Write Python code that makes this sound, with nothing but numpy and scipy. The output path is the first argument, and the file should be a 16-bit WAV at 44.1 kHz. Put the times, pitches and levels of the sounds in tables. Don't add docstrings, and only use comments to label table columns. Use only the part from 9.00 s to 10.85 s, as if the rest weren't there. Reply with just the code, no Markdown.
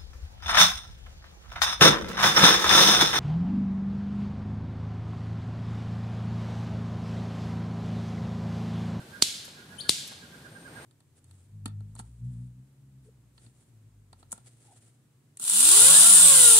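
import sys
import numpy as np
from scipy import signal
from scipy.fft import rfft, irfft, next_fast_len
from scipy.io import wavfile
from scipy.ndimage import uniform_filter1d, map_coordinates

SR = 44100
rng = np.random.default_rng(int(sys.argv[2]) if len(sys.argv) > 2 else 0)


def unload_audio(sound):
    columns = np.transpose(np.atleast_2d(sound))
    steps = np.round(np.clip(columns, -1, 1) * 32767)
    wavfile.write(sys.argv[1], SR, steps.astype(np.int16))


N = 81585
TIME = np.arange(N) / SR

# frequency in Hz, left-right likeness 0-1.
SCATTER_LIKENESS = [(300, 1), (1400, 0.18), (4000, .45), (12000, 0.42)]
AMBIENCE_LIKENESS = [(30, 1), (150, 1), (300, 1), (600, 0.8), (1200, 0.05), (10000, 0.22)]


def amp(db):
    return 10 ** (np.asarray(db) / 20)


def unit(x):
    return x / np.sqrt(np.mean(x ** 2) + 1e-20)


def along(points, hz):
    freqs, values = np.transpose(points)
    return np.interp(np.log(hz + 1), np.log(freqs + 1), values)


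def curves(rows):
    times, *columns = np.transpose(rows)
    return [np.interp(TIME, times, column) for column in columns]


def wobble(rate):
    return map_coordinates(rng.standard_normal(N // 8), [TIME * rate], mode="mirror")


def fade(t, t60):
    return np.exp(-np.log(1000) * t / t60)


def since(start):
    return np.maximum(TIME - start, 0)


def pan(x, left_db):
    return x * unit(amp(np.array([[left_db], [-left_db]]) / 2))


def filtered(x, response):
    size = next_fast_len(N + SR // 2)
    return irfft(rfft(x, size) * response(np.fft.rfftfreq(size, 1 / SR)), size)[..., :N]


def noise(spectrum, likeness):
    def mid_side_gains(hz):
        angle = np.arccos(np.clip(along(likeness, hz), -1, 1)) / 2
        return amp(along(spectrum, hz)) * [np.cos(angle), np.sin(angle)]
    mid, side = filtered(rng.standard_normal((2, N)), mid_side_gains)
    return unit(np.array([mid + side, mid - side]))


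def band(hz, half_width_hz):
    white = noise([(1000, 0), (10000, 0)], SCATTER_LIKENESS)
    return unit(filtered(white, lambda f: 1 / (1 + ((f - hz) / half_width_hz) ** 4)))


def forest(colour):
    # frequency in Hz, t60 in seconds.
    decay_times = [(300, 0.37), (2000, 1), (4000, 0.83), (8000, 0.67), (14000, 0.54)]
    hz, t, bins = signal.stft(noise(colour, SCATTER_LIKENESS), SR, nperseg=256)
    bins = bins * fade(t, along(decay_times, hz)[:, None])
    tail = signal.istft(bins, SR, nperseg=256)[1][:, :N]
    near_stems = 1 + amp(5) * fade(TIME, t60=0.07)
    build_up = 1 - np.exp(-TIME / 0.006)
    uneven_trunks = amp(0.4 * wobble(248))
    return unit(tail * near_stems * build_up * uneven_trunks) / np.sqrt(N)


def echo(x, colour):
    return signal.fftconvolve(x[None], forest(colour), axes=1)[:, :N]


def background():
    # frequency in Hz, relative density in dB.
    hum_colour = [(15, -49), (25, -17), (53, -19), (77, -4), (149, 1), (278, -4.5), (323, -8), (364, -7),
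                  (409, -9), (1220, -16), (1400, -27), (1820, -20), (3080, -120)]
    hiss_colour = [(900, -17), (1400, 2.5), (2200, -1.5), (4200, -1.5), (6000, -7), (9500, -7),
                   (12000, -10.5), (15500, -20)]
    rush_colour = [(150, -14), (350, -3), (800, -10), (2000, -12.5), (5000, -30), (12000, -32)]
    # time in seconds, hum level in dB, hiss level in dB.
    ambience_levels = [(0, -50.5, -55), (.2, -51, -54), (.35, -57, -54), (.65, -53, -56.5),
                       (.85, -51.5, -55), (1.15, -55.5, -56.5), (1.38, -52.5, -56), (1.58, -52, -58.5),
                       (1.85, -49.5, -54)]
    # time in seconds, level in dB.
    rush_levels = [(1.5, -85), (1.7, -53.5), (1.82, -51)]
    hum_db, hiss_db = curves(ambience_levels)
    rush_db, = curves(rush_levels)
    hum = amp(hum_db + 0.5 * wobble(11)) * noise(hum_colour, AMBIENCE_LIKENESS)
    hiss = amp(hiss_db + 0.33 * wobble(25.3)) * noise(hiss_colour, AMBIENCE_LIKENESS)
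    rush = amp(rush_db) * noise(rush_colour, AMBIENCE_LIKENESS)
    return hum + hiss + rush


def insect():
    # time in seconds, level in dB.
    levels = [(1.3, -107), (1.35, -71), (1.45, -75), (1.55, -60.5), (1.62, -59.5), (1.72, -60.5),
              (1.8, -56.5)]
    db, = curves(levels)
    pitch_hz = 8670 * (1 + 0.0026 * wobble(150))
    flutter_db = 4 * np.array([wobble(60), wobble(59.5)])
    tone = np.sin(2 * np.pi * np.cumsum(pitch_hz) / SR)
    return pan(amp(db + flutter_db) * tone, left_db=5)


def piping():
    # middle in seconds, level in dB, top pitch in Hz, half length in seconds.
    notes = [(.005, -48.5, 1552, 0.052), (0.151, -44, 1617, 0.057), (0.311, -55.5, 1633, .05),
             (0.457, -55, 1657, 0.066), (0.593, -53, 1623, 0.086), (0.727, -49.5, 1661, 0.056),
             (0.863, -46.5, 1669, .05), (0.988, -53, 1624, 0.0338), (1.116, -51.5, 1622, 0.0365),
             (1.233, -50.5, 1623, .04), (1.343, -49, 1607, 0.0472), (1.458, -47, 1619, .034),
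             (1.566, -45, 1615, .033), (1.665, -44.5, 1606, 0.0321), (1.776, -45, 1612, .055)]
    # frequency in Hz, relative density in dB.
    echo_colour = [(500, 0), (3000, 0)]
    arch_hz, fall_hz, jitter = 45.1, 50, 0.01213
    husk_db, husk_lag_s = -8.5, 0.015
    voice, husk = np.zeros(N), band(1448, half_width_hz=49)[0]
    swell = lambda u: np.cos(np.pi * np.clip(u, -1, 1) / 2) ** 4
    for middle, db, top_hz, half_length in notes:
        u = np.clip((TIME - middle) / half_length, -1, 1)
        droop_hz = arch_hz * (2 * u) ** 2 + fall_hz * np.maximum(2 * u, 0) ** 2
        pitch_hz = top_hz * (1 + jitter * wobble(200)) - droop_hz
        tone = swell(u) * np.sin(2 * np.pi * np.cumsum(pitch_hz) / SR)
        husky_end = amp(husk_db) * swell((TIME - middle - husk_lag_s) / half_length) * husk
        voice += amp(db) * (tone + husky_end)
    return pan(voice, left_db=-39) + amp(-6) * echo(voice, echo_colour)


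def scuffs():
    # start in seconds, level in dB, decay time in seconds, knock over brush in dB.
    contacts = [(.444, -48, .05, -20), (0.479, -51.5, 0.013, 7), (1.073, -42.5, 0.03, -22),
                (1.115, -53, 0.028, 4.5)]
    # frequency in Hz, relative density in dB.
    leaf_colour = [(1500, -6.5), (4000, -1), (9000, 2), (12000, 4), (15500, -27)]
    stem_colour = [(60, -14), (250, -11), (600, 4), (1200, -2), (2000, -8), (5000, -39)]
    out = np.zeros((2, N))
    for start, db, decay_s, knock_db in contacts:
        u = since(start) / decay_s * np.log(1000)
        envelope = amp(db + wobble(600)) * u * np.exp(1 - u)
        brush = noise(leaf_colour, SCATTER_LIKENESS)
        knock = amp(knock_db) * noise(stem_colour, AMBIENCE_LIKENESS)
        out += envelope * (brush + knock)
    return out


def chirp():
    # time in seconds, pitch in Hz, level in dB, harmonics 2 and 3 in relative dB.
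    sweep = [(.780, 2990, -58, -22, -8), (.785, 3040, -44, -22, -4), (.791, 3080, -37, -20, 0),
             (.796, 3190, -41, -17, -4), (.800, 3370, -38, -13, -3), (.805, 3880, -38, -12, -15),
             (.809, 4300, -30, -18, -27), (.815, 4680, -35, -18, -28), (.821, 4790, -48, -19, -28)]
    # frequency in Hz, relative density in dB.
    echo_colour = [(2900, -4), (3600, -0.5), (4500, -2.5), (7000, 0), (9500, 2.5), (12000, -11)]
    hz, db, second_db, third_db = curves(sweep)
    jitter = 0.0081 + 0.02 * (hz - hz.min()) / np.ptp(hz)
    phase = 2 * np.pi * np.cumsum(hz * (1 + jitter * wobble(1500))) / SR
    tone = np.sin(phase) + amp(second_db) * np.sin(2 * phase) + amp(third_db) * np.sin(3 * phase)
    sounding = (TIME > sweep[0][0]) & (TIME < sweep[-1][0])
    voice = amp(db) * tone * uniform_filter1d(1.0 * sounding, size=100)
    return pan(voice, left_db=11) + amp(-6.5) * echo(voice, echo_colour)


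def shaft_ring(start, tuning):
    # frequency in Hz before tuning, relative level in dB, t60 in seconds.
    modes = [(3650, -39, 0.021), (4450, 0, 0.0066), (4960, -2, 0.0015), (5460, -30, 0.0028),
             (7120, -27, 0.024), (8630, -10, 0.0081)]
    t = since(start)
    attack = 1 - np.exp(-t / 0.00006)
    return attack * sum(amp(db) * np.sin(2 * np.pi * tuning * hz * t) * fade(t, t60)
                        for hz, db, t60 in modes)


def air_thump(start, hz):
    glide, sag_s = 0.47, 0.0017
    rebound_s, rebound_width_s, low_cut_hz = 0.00267, 0.00074, 61.5
    t = since(start)
    cycles = hz * ((1 - glide) * t + 2 * glide * sag_s * (1 - np.exp(-t / sag_s)))
    push = 0.5 * np.cos(2 * np.pi * cycles) * fade(t, t60=0.022)
    puff = amp(2) * fade(t, t60=0.00068)
    rebound = amp(-9) * np.exp(-((t - rebound_s) / rebound_width_s) ** 2)
    air = (t > 0) * (push + puff + rebound)
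    return filtered(air, lambda f: (1j * f / (low_cut_hz + 1j * f)) ** 2)


def wing_snaps():
    # start in seconds, level in dB, left over right in dB, thump gain in dB,
    # thump mid-glide pitch in Hz, buzz centre in Hz, buzz in relative dB, echo gain in dB,
    # tick in relative dB, shaft tuning ratio.
    claps = [(0.2236, -2, -3.5, -16.5, 306, 6760, -11, -30.5, -11.5, 1.015),
             (0.894, -3.5, 6, -14.5, 284, 9050, -15, -31, -11, .98)]
    # frequency in Hz, relative density in dB.
    crack_colour = [(1500, -51), (2500, -7), (3300, 3.5), (4300, 5), (6000, -0.5), (8000, -1),
                    (10000, -1.5), (12000, -10.5), (15500, -15)]
    echo_colour = [(200, -27), (1300, -30), (2100, -12), (2700, -8), (3400, -1), (4200, 0), (5800, -5),
                   (7300, -4), (9800, -7), (12000, -15), (15500, -28)]
    # delay in seconds, gain in dB, left over right in dB.
    paths = [(.001, -9.5, 4), (.0018, -21, 23), (.0047, -17, -8), (0.0148, -43, -3)]
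    crack_rise_s, buzz_peak_s = 0.00062, 0.0014
    out = np.zeros((2, N))
    for start, db, left_db, thump_db, thump_hz, buzz_hz, buzz_db, echo_db, tick_db, tuning in claps:
        t = since(start)
        swish = amp(-13.5) * (TIME < start) * fade(np.abs(start - TIME), t60=0.013)
        burst = amp(-4.5) * fade(t, t60=0.012) * (1 - np.exp(-t / crack_rise_s))
        crack = noise(crack_colour, SCATTER_LIKENESS) * (swish + burst)
        buzz_envelope = t / buzz_peak_s * np.exp(1 - t / buzz_peak_s)
        buzz = amp(buzz_db) * band(buzz_hz, half_width_hz=1000) * buzz_envelope
        tick = amp(tick_db) * band(12100, half_width_hz=2600) * (t > 0) * fade(t, t60=0.0026)
        bounces = sum(pan(amp(gain_db) * shaft_ring(start + delay, tuning), side_db)
                      for delay, gain_db, side_db in paths)
        clap = amp(db) * (shaft_ring(start, tuning) + bounces + crack + tick)
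        thump = amp(thump_db) * air_thump(start, thump_hz)
        tail = np.pad(forest(echo_colour), ((0, 0), (round(start * SR), 0)))[:, :N]
        out += pan(clap + thump, left_db) + amp(db) * buzz
        out += amp(echo_db) * np.sqrt(SR / 10) * tail
    return out


def scene():
    return wing_snaps() + chirp() + scuffs() + piping() + insect() + background()


def record(dry):
    ceiling, band_limit_hz = 0.9, 15600
    rounded = dry / (1 + np.abs(dry / ceiling) ** 6) ** (1 / 6)
    return filtered(rounded, lambda hz: 1 / (1 + (hz / band_limit_hz) ** 120))


dry = scene()
out = record(dry)
unload_audio(out)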